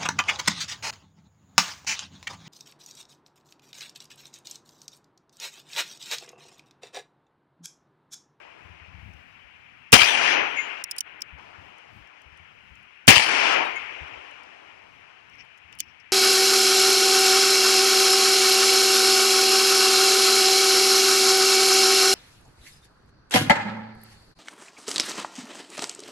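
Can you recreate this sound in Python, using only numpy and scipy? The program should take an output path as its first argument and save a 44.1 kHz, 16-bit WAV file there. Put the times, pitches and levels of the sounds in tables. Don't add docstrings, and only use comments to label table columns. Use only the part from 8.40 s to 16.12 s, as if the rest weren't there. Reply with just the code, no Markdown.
import sys
import numpy as np
from scipy import signal
from scipy.fft import rfft, irfft
from scipy.io import wavfile
from scipy.ndimage import uniform_filter1d, map_coordinates

SR = 44100
rng = np.random.default_rng(int(sys.argv[2]) if len(sys.argv) > 2 else 0)


def pcm_store(signal):
    levels = np.round(np.clip(np.atleast_2d(signal), -1, 1) * 32767)
    wavfile.write(sys.argv[1], SR, levels.astype(np.int16).T)


def voltage_ratio(level):
    return 10 ** (np.asarray(level, float) / 20)


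N = 340452
T = np.arange(SR) / SR
LAG, GUN_LAG = 42, 70

# (time [s], blast [dB], hammer fall [dB], low push [dB], roar t60 [s])
SHOTS = [
    (1.5273, 6.5, -16.5, -8.5, .12),
    (4.6778, 4.5, -22, -4.5, 0.18),
]
# (time [s], peak [dB], main ring [Hz], left-right [dB], knock [dB])
COCKING = [(2.4402, -17.5, 5546, -7, -17), (2.5035, -49, 9570, -2, -20), (2.5118, -19, 4980, -8, -32),
           (2.5155, -23, 5340, -2, -31), (2.5645, -37, 8800, -7, -25), (2.5835, -19.5, 4870, -6, -27),
           (2.586, -21.5, 5170, -5, -25), (2.5922, -33, 9800, -1.5, -21), (2.6069, -15, 5860, -5.5, -10.5),
           (2.8075, -43, 5440, -5, -19), (2.8187, -20, 5340, 6, -30), (7.326, -44, 8900, 9, -8),
           (7.352, -52, 9000, -7, -19), (7.3879, -33, 9430, 1.5, -11), (7.3955, -33, 4620, 7, -12),
           (7.4035, -13, 6460, -3.5, -26), (7.411, -41, 6150, 18, -19)]
# (frequency [Hz], level [dB])
SNAP = [(500, -38), (2000, -25), (3500, -7), (5000, -1), (8000, 4.5), (12000, 1), (16000, 2)]
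# (start [s], end [s])
HOLD_S = (2.425, 2.985)


def unit(x):
    return x / np.sqrt(np.mean(x ** 2) + 1e-20)


def along(points, hz):
    f, v = np.transpose(points)
    return np.interp(np.log(hz + 1), np.log(f + 1), v)


def wobble(rate):
    knots = rng.standard_normal(int(N * rate / SR) + 4)
    return map_coordinates(knots, [np.arange(N) * rate / SR])


def coloured(x, *spectra):
    size = 8192
    hz = np.fft.rfftfreq(size, 1 / SR)
    cepstrum = irfft(np.log(voltage_ratio(sum(along(s, hz) for s in spectra))))
    cepstrum[1:size // 2] *= 2
    cepstrum[size // 2 + 1:] = 0
    response = irfft(np.exp(rfft(cepstrum)))[:size // 2]
    return signal.oaconvolve(x, response[None], axes=1)[:, :N]


def add(pair, s, sound, pan_db=0):
    room = pair[:, round(s * SR):]
    sides = sound * voltage_ratio([[pan_db / 2], [-pan_db / 2]])
    room[:, :np.shape(sound)[-1]] += sides[:, :room.shape[1]]


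def scattered(grain_db):
    # (frequency [Hz], likeness of the ports [0-1])
    likeness = [(100, 0.881), (600, 1), (1000, 0.17), (1600, 0.035), (4000, 0.3)]
    a, b = rfft(rng.standard_normal((2, N)) * voltage_ratio(grain_db * wobble(300)))
    alike = np.clip(along(likeness, np.fft.rfftfreq(N, 1 / SR)), 0, .99)
    return unit(irfft([a, alike * a + np.sqrt(1 - alike ** 2) * b], N))


def patchy(x, depth_db):
    z = signal.stft(x, nperseg=512)[2]
    field = rng.standard_normal(z.shape[1:])
    for axis in (0, 1):
        field = uniform_filter1d(field, size=6, axis=axis)
    return signal.istft(z * voltage_ratio(depth_db * unit(field)), nperseg=512)[1][:, :N]


def ports(pair, lag=LAG):
    # (frequency [Hz], level [dB])
    right_port = [(20, -35.5), (70, 1.5), (150, 1.5), (1200, 1), (1450, 4.5), (1750, 4), (6500, 0.5),
                  (8000, -2.5), (9300, 7.5), (10500, -2.5), (13200, -8.5), (15000, 3), (16000, -8)]
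    # (frequency [Hz], level [dB])
    left_cavity = [(100, 5.5), (700, 9), (1450, 9), (2400, 21), (3000, 16), (3700, 4.5), (5500, 7.5),
                   (6500, 2.5), (8000, 1.5), (9300, -23), (11000, -18), (15000, -12)]
    left = coloured(pair[:1], right_port, left_cavity)
    late_left = np.pad(left, ((0, 0), (lag, 0)))[:, :N]
    return np.vstack([late_left, coloured(pair[1:], right_port)])


def muzzle_blast():
    # (frequency [Hz], level [dB])
    roar_colour = [(60, -16), (330, 4), (550, -1.5), (800, 1.5), (1300, -2.5), (2200, -8), (3200, -1.5),
                   (4000, -1), (7000, -1.5), (11000, -5.5), (16000, -6.5)]
    fall, wave, roar = np.zeros((3, 2, N))
    blast = (1 - T / 0.0002) * np.exp(-T / 0.0002)
    for s, blast_db, fall_db, _, roar_t60 in SHOTS:
        add(fall, s - .0068, voltage_ratio(fall_db - 60 * T / 0.026) * rng.standard_normal(SR))
        add(wave, s, -voltage_ratio(blast_db - 11.5) * blast)
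        onset_dip = 1 - 0.51 * np.exp(-T / 0.0049)
        add(roar, s, voltage_ratio(blast_db - 11.5 - 60 * T / roar_t60) * onset_dip, pan_db=2)
    roar_noise = unit(coloured(scattered(grain_db=-2.0), roar_colour))
    return ports(wave + coloured(fall, SNAP) + roar * roar_noise, GUN_LAG)


def low_push():
    # (delay [s], level [dB], width [s])
    pulses = [(.0015, -6.5, .0007), (.0085, -2, .0013), (0.0125, -8, .0007), (.017, -12, .0013),
              (.027, -17, .0015), (0.093, -25, .002)]
    low = np.zeros((2, N))
    for s, _, _, push_db, _ in SHOTS:
        for delay, db, width in pulses:
            add(low, s, -voltage_ratio(push_db + db + 2) * np.exp(-((T - delay) / width) ** 2), pan_db=3.5)
    return ports(low)


def near_scatter():
    # (time [s], level [dB], left-right [dB])
    slaps = [(1.5803, -21.5, -13), (1.593, -21, -9), (1.607, -18, -5), (1.616, -8, -1.5),
             (1.684, -25.5, 6.5), (4.727, -23, -4.5), (4.742, -24, -2), (4.763, -13.5, 8), (4.779, -13, -2),
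             (4.795, -21.5, 7), (5.123, -32.5, -5)]
    # (frequency [Hz], level [dB])
    near_colour = [(60, -14.5), (300, -9), (850, 3), (1500, -5.5), (3100, 1), (6000, -2), (10000, -7.5),
                   (13000, -9.5), (16000, -12)]
    scatter_db, scatter_t60 = -16.2, .65
    near = np.zeros((2, N))
    for shot in SHOTS:
        swell = 1 - np.exp(-T / 0.029)
        add(near, shot[0] + 0.0035, voltage_ratio(scatter_db - 60 * T / scatter_t60) * swell)
    for s, db, pan_db in slaps:
        add(near, s, voltage_ratio(db - 3.5 - 60 * T / 0.013) * (1 - np.exp(-T / .0005)), pan_db)
    lumps = patchy(scattered(grain_db=2.5), depth_db=3.0)
    return ports(near * unit(coloured(lumps, near_colour)))


def steel_ring(hz, db, rise, t60):
    return voltage_ratio(db - 60 * (T / t60) ** 2) * (1 - np.exp(-T / rise)) * np.sin(2 * np.pi * hz * T)


def flicker():
    return voltage_ratio(2.2 * wobble(25))


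def shaken_frame():
    # (frequency [Hz], level after first shot [dB], level after second shot [dB], t60 [s])
    frame_modes = [(4522, -65, -40.5, .95), (5575, -65, -44, .75), (5830, -55, -65, .75),
                   (5981, -42.5, -65, .95), (9225, -41, -38.5, .58), (10075, -38, -44, .52)]
    lag_s, rise_s = .012, .07
    out = np.zeros((2, N))
    for hz, *levels_db, t60 in frame_modes:
        for shot, db in zip(SHOTS, levels_db):
            add(out, shot[0] + lag_s, steel_ring(hz, db, rise_s, t60), pan_db=11)
    return ports(out * flicker())


def struck_steel():
    # (frequency [Hz], level [dB], t60 [s])
    plate = [(2135, 0.1, .07), (2495, -12, .09)]
    hanger = [(4562, -20, .19), (6745, 0.1, .15), (10800, -22, .14)]
    gate = [(300, -29, .07), (1700, -28, .018), (3360, -8, .016), (4500, -3, .014)]
    # (time [s], level [dB], pitch ratio, share of free ring time)
    plate_hits = [(2.17, -36, 1.038, .3), (2.183, -35.5, 1.001, .85), (5.36, -43, 1.022, .7)]
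    hanger_hits = [(2.163, -43, .995, 1.25), (4.764, -34, 1.001, .9), (5.115, -52, .99, .48),
                   (5.25, -47, .556, .55), (5.356, -48, 1.001, .4)]
    gate_hits = [(7.325, -51, .79, .7), (7.403, -34.5, 1.001, .99)]
    splash_db, splash_t60 = -6, .1
    rings, splash = np.zeros((2, 2, N))
    pieces = [(plate, plate_hits, .003, 3), (hanger, hanger_hits, .004, 3.5), (gate, gate_hits, .0013, 4)]
    for modes, hits, rise, pan_db in pieces:
        for s, db, pitch, share in hits:
            tones = [steel_ring(pitch * hz, db + mode_db, rise, share * t60) for hz, mode_db, t60 in modes]
            add(rings, s, sum(tones), pan_db)
    for s, db, *_ in hanger_hits:
        add(splash, s, voltage_ratio(db + splash_db - 60 * T / splash_t60) * rng.standard_normal(SR))
    return ports(rings * flicker() + coloured(splash, SNAP))


def action_clicks():
    # (time [s], peak [dB], main ring [Hz])
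    loose_ticks = [(0.7352, -55, 5750), (3.3832, -53, 6520), (3.6734, -57, 5680), (3.8182, -50.5, 6320),
                   (3.9743, -53.5, 9040), (4.3544, -52, 7250), (4.4294, -57.5, 9260), (5.68, -52, 5600),
                   (5.9114, -52.5, 6270), (6.034, -52, 5440), (6.8974, -55, 5600), (6.9539, -55, 5800),
                   (7.0494, -60, 7050), (7.1758, -52, 6790), (7.1824, -56.5, 6580), (7.6003, -56.5, 5630)]
    # (frequency [Hz], level [dB], t60 [s], not used: each click's own t60 rules)
    small_parts = [(4860, -10, 0.037), (5460, -2, 0.02), (7500, -3, 0.031), (6930, 1.5, 0.015),
                   (9160, 4, 0.018), (8860, -13, 0.012), (10040, 0, 0.015), (9700, -12, 0.035),
                   (13200, -9, 0.013)]
    crack_t60, damp_hz = .0105, 5500
    crack, ring = np.zeros((2, 2, N))
    t = T[:SR // 10]
    rise = 1 - np.exp(-(t / .0009) ** 2)
    clicks = [(*row, .0138 - .00025 * max(row[1] + 25, 0)) for row in COCKING]
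    ticks = [(*row, 0, -13.5, .0115) for row in loose_ticks]
    for s, db, hz, pan_db, knock_db, t60 in clicks + ticks:
        snap = voltage_ratio(db - 60 * t / crack_t60) * rise
        rattle = voltage_ratio(db - 52 - 60 * t / 0.045)
        add(crack, s - .001, voltage_ratio(0.5) * (snap + rattle) * rng.standard_normal(len(t)), pan_db)
        tones = 1.2 * np.sin(2 * np.pi * hz * t)
        tones += voltage_ratio(knock_db) * np.sin(2 * np.pi * 3050 * t)
        for part_hz, part_db, _ in small_parts:
            extra_fall = 60 * t / t60 * max(part_hz / damp_hz - 1, 0)
            strength = voltage_ratio(part_db - 8.5 + rng.normal(0, 2.5) - extra_fall)
            tones += strength * np.sin(2 * np.pi * (part_hz * t + rng.random()))
        add(ring, s - .001, voltage_ratio(-3) * voltage_ratio(db - 60 * t / t60) * rise * tones, pan_db)
    return ports(coloured(crack, SNAP) + ring, GUN_LAG)


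def hand_rubs():
    # (time [s], level [dB], half length [s])
    rubs = [(6.94, -76, .012), (7.003, -62, .018), (7.335, -69, .012), (7.425, -66, .015),
            (7.49, -75, .025), (7.605, -70, .01)]
    # (frequency [Hz], level [dB])
    rub_colour = [(1200, -31), (2300, -1.5), (3000, -6), (3900, -16), (5500, 5), (6500, -10), (8500, -25),
                  (16000, -50)]
    level = np.zeros((2, N))
    for s, db, half in rubs:
        add(level, s - .05, voltage_ratio(db) * np.exp(-((T - .05) / half) ** 2), pan_db=10)
    skin = unit(coloured(scattered(grain_db=1.5), rub_colour))
    return ports(level * skin, GUN_LAG)


def wood():
    # (frequency [Hz], level [dB])
    wood_colour = [(60, -27), (190, -16.5), (300, -2.5), (550, 1), (1000, 2), (1400, -0.1), (2000, -6),
                   (3000, -5), (4000, -10), (6000, -12), (9300, -22.5), (10000, -23.5), (11000, -42.5),
                   (16000, -46.5)]
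    # (time [s], roll [dB], roll ends after [s], far tail [dB])
    rolls = [
        (-1.6, 0.1, .45, 0.6),
        (1.5273, 0.1, .45, 1.1),
        (4.6778, 0.1, .51, -.9),
    ]
    # (full level [dB], swell [dB/s], ends later [s], fall [dB/s])
    hills = [
        (-30.5, 25, .03, 110),
        (-24.5, 45, -.04, 80),
        (-35, 45, -.05, 165),
    ]
    # (tail [dB], tail t60 [s], spreading [dB per tenfold time], steady rush [dB])
    distances = [
        (-39, 5.2, 0, -68),
        (-21.5, 2.6, 0, -56),
        (-54.5, 60, 27, -80),
    ]
    holds_db = (-7, -1.5, -11)
    arrive_s, full_s = .13, .33
    heard = rfft(ports(coloured(patchy(scattered(grain_db=0.05), depth_db=1.2), wood_colour)))
    hz = np.fft.rfftfreq(N, 1 / SR)
    low, lower_two = [1 / (1 + (hz / edge) ** 8) for edge in (1300, 3500)]
    now = np.arange(N) / SR
    held = np.clip(np.minimum(now - HOLD_S[0], HOLD_S[1] - now) / .01, 0, 1)
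    out = 0
    for share, hill, far, hold_db in zip([low, lower_two - low, 1 - lower_two], hills, distances, holds_db):
        full_db, swells, later, falls = hill
        tail_db, t60, spread_db, rush_db = far
        power = voltage_ratio(rush_db) ** 2
        for s, roll_db, ends, far_db in rolls:
            t = np.maximum(now - s, 0)
            swell_db = swells * np.maximum(full_s - t, 0)
            fall_db = falls * np.maximum(t - ends - later, 0)
            roll = voltage_ratio(full_db + roll_db - swell_db - fall_db)
            spreading = spread_db * np.log10(np.maximum(t / ends, 1))
            tail = voltage_ratio(tail_db + far_db - 60 * np.maximum(t, ends) / t60 - spreading)
            power = power + (roll ** 2 + tail ** 2) * np.clip(t / arrive_s, 0, 1) ** 4
        band = irfft(heard * share, N)
        out = out + np.sqrt(power) * voltage_ratio(0.4 * wobble(14) + hold_db * held) * band / np.std(band.mean(0))
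    return out


def ducking():
    down_db = np.zeros((2, N))
    for s, db, *_ in COCKING:
        share = 1 if s < HOLD_S[1] else .3
        add(down_db, s - .014, -1.5 * max(db + 21.5, 0) * share * np.exp(-(T / 0.064) ** 8))
    return voltage_ratio(uniform_filter1d(np.maximum(down_db, -11), size=SR // 200))


def wind():
    # (time [s], peak [dB], frequency [Hz])
    puffs = [(0.251, -50, 82.5), (0.3, -48.5, 85), (0.34, -54, 75.4), (0.414, -50, 79),
             (0.479, -49.5, 86.1), (0.517, -57, 134), (0.542, -43.5, 84.5), (0.58, -46, 72),
             (0.627, -44, 79.6), (0.658, -44, 95.3), (0.684, -45, 80), (0.741, -47.5, 73), (1.048, -59, 60),
             (1.401, -63.5, 121), (2.929, -44.5, 70), (3.183, -50, 90.6), (3.558, -50, 101.7),
             (3.609, -56.5, 56.5), (3.862, -53, 67), (3.919, -56, 73), (3.999, -55, 81.3), (4.312, -50, 67),
             (5.612, -42, 72.7), (5.72, -56.5, 108.6), (5.767, -55, 67.3), (7.249, -59.5, 79.5)]
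    # (frequency [Hz], level [dB])
    hum_colour = [(30, -15), (80, 2), (150, -1), (300, -7.5), (600, -41)]
    out, t = np.zeros((2, N)), T[:SR // 5]
    for s, db, hz in puffs:
        turn = 2 * np.pi * hz * t
        gust = voltage_ratio(db + 2.5) * t / 0.024 * np.exp(1 - t / .012)
        thump = np.sin(turn) + 0.31 * np.sin(2.1 * turn + rng.normal())
        add(out, s - .004, gust * thump, pan_db=20.5)
    hum = unit(coloured(rng.standard_normal((2, N)), hum_colour))
    drift_db = 4.2 * np.array([wobble(7), wobble(2.3)])
    return out + hum * voltage_ratio([[-64], [-72]] + drift_db)


def hiss():
    # (frequency [Hz], level [dB])
    hiss_colour = [(1000, -5.5), (4000, 2.5), (10000, -1.5), (11000, -5), (14000, -5), (15000, 2.5),
                   (16000, -4.5)]
    return voltage_ratio(-84.3) * ports(unit(coloured(rng.standard_normal((2, N)), hiss_colour)))


def scene():
    shots = muzzle_blast() + low_push() + near_scatter()
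    steel = shaken_frame() + struck_steel()
    gun_in_hand = action_clicks() + hand_rubs()
    return shots + steel + gun_in_hand + ducking() * wood() + wind() + hiss()


def thinned(x, slope, below_db, from_hz):
    hz, _, z = signal.stft(x, SR, nperseg=1024)
    power = uniform_filter1d(np.abs(z) ** 2, size=7, axis=1)
    level_db = 10 * np.log10(np.abs(power) + 1e-20)
    loudest_db = np.minimum(level_db.max((0, 1)), -30)
    over_db = uniform_filter1d(level_db - slope * (loudest_db + 40), size=5, axis=2)
    keep = (over_db > -40 - below_db) | (hz < from_hz)[:, None]
    return signal.istft(z * keep, SR, nperseg=1024)[1][:, :N]


def band_limit(x):
    return signal.sosfilt(signal.butter(12, 16530, fs=SR, output="sos"), x)


def record(dry):
    clipped = dry / (1 + np.abs(dry) ** 14) ** (1 / 14)
    mix = thinned(clipped, slope=2.3, below_db=47, from_hz=7000)
    return band_limit(mix)


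dry = scene()
out = record(dry)
pcm_store(out)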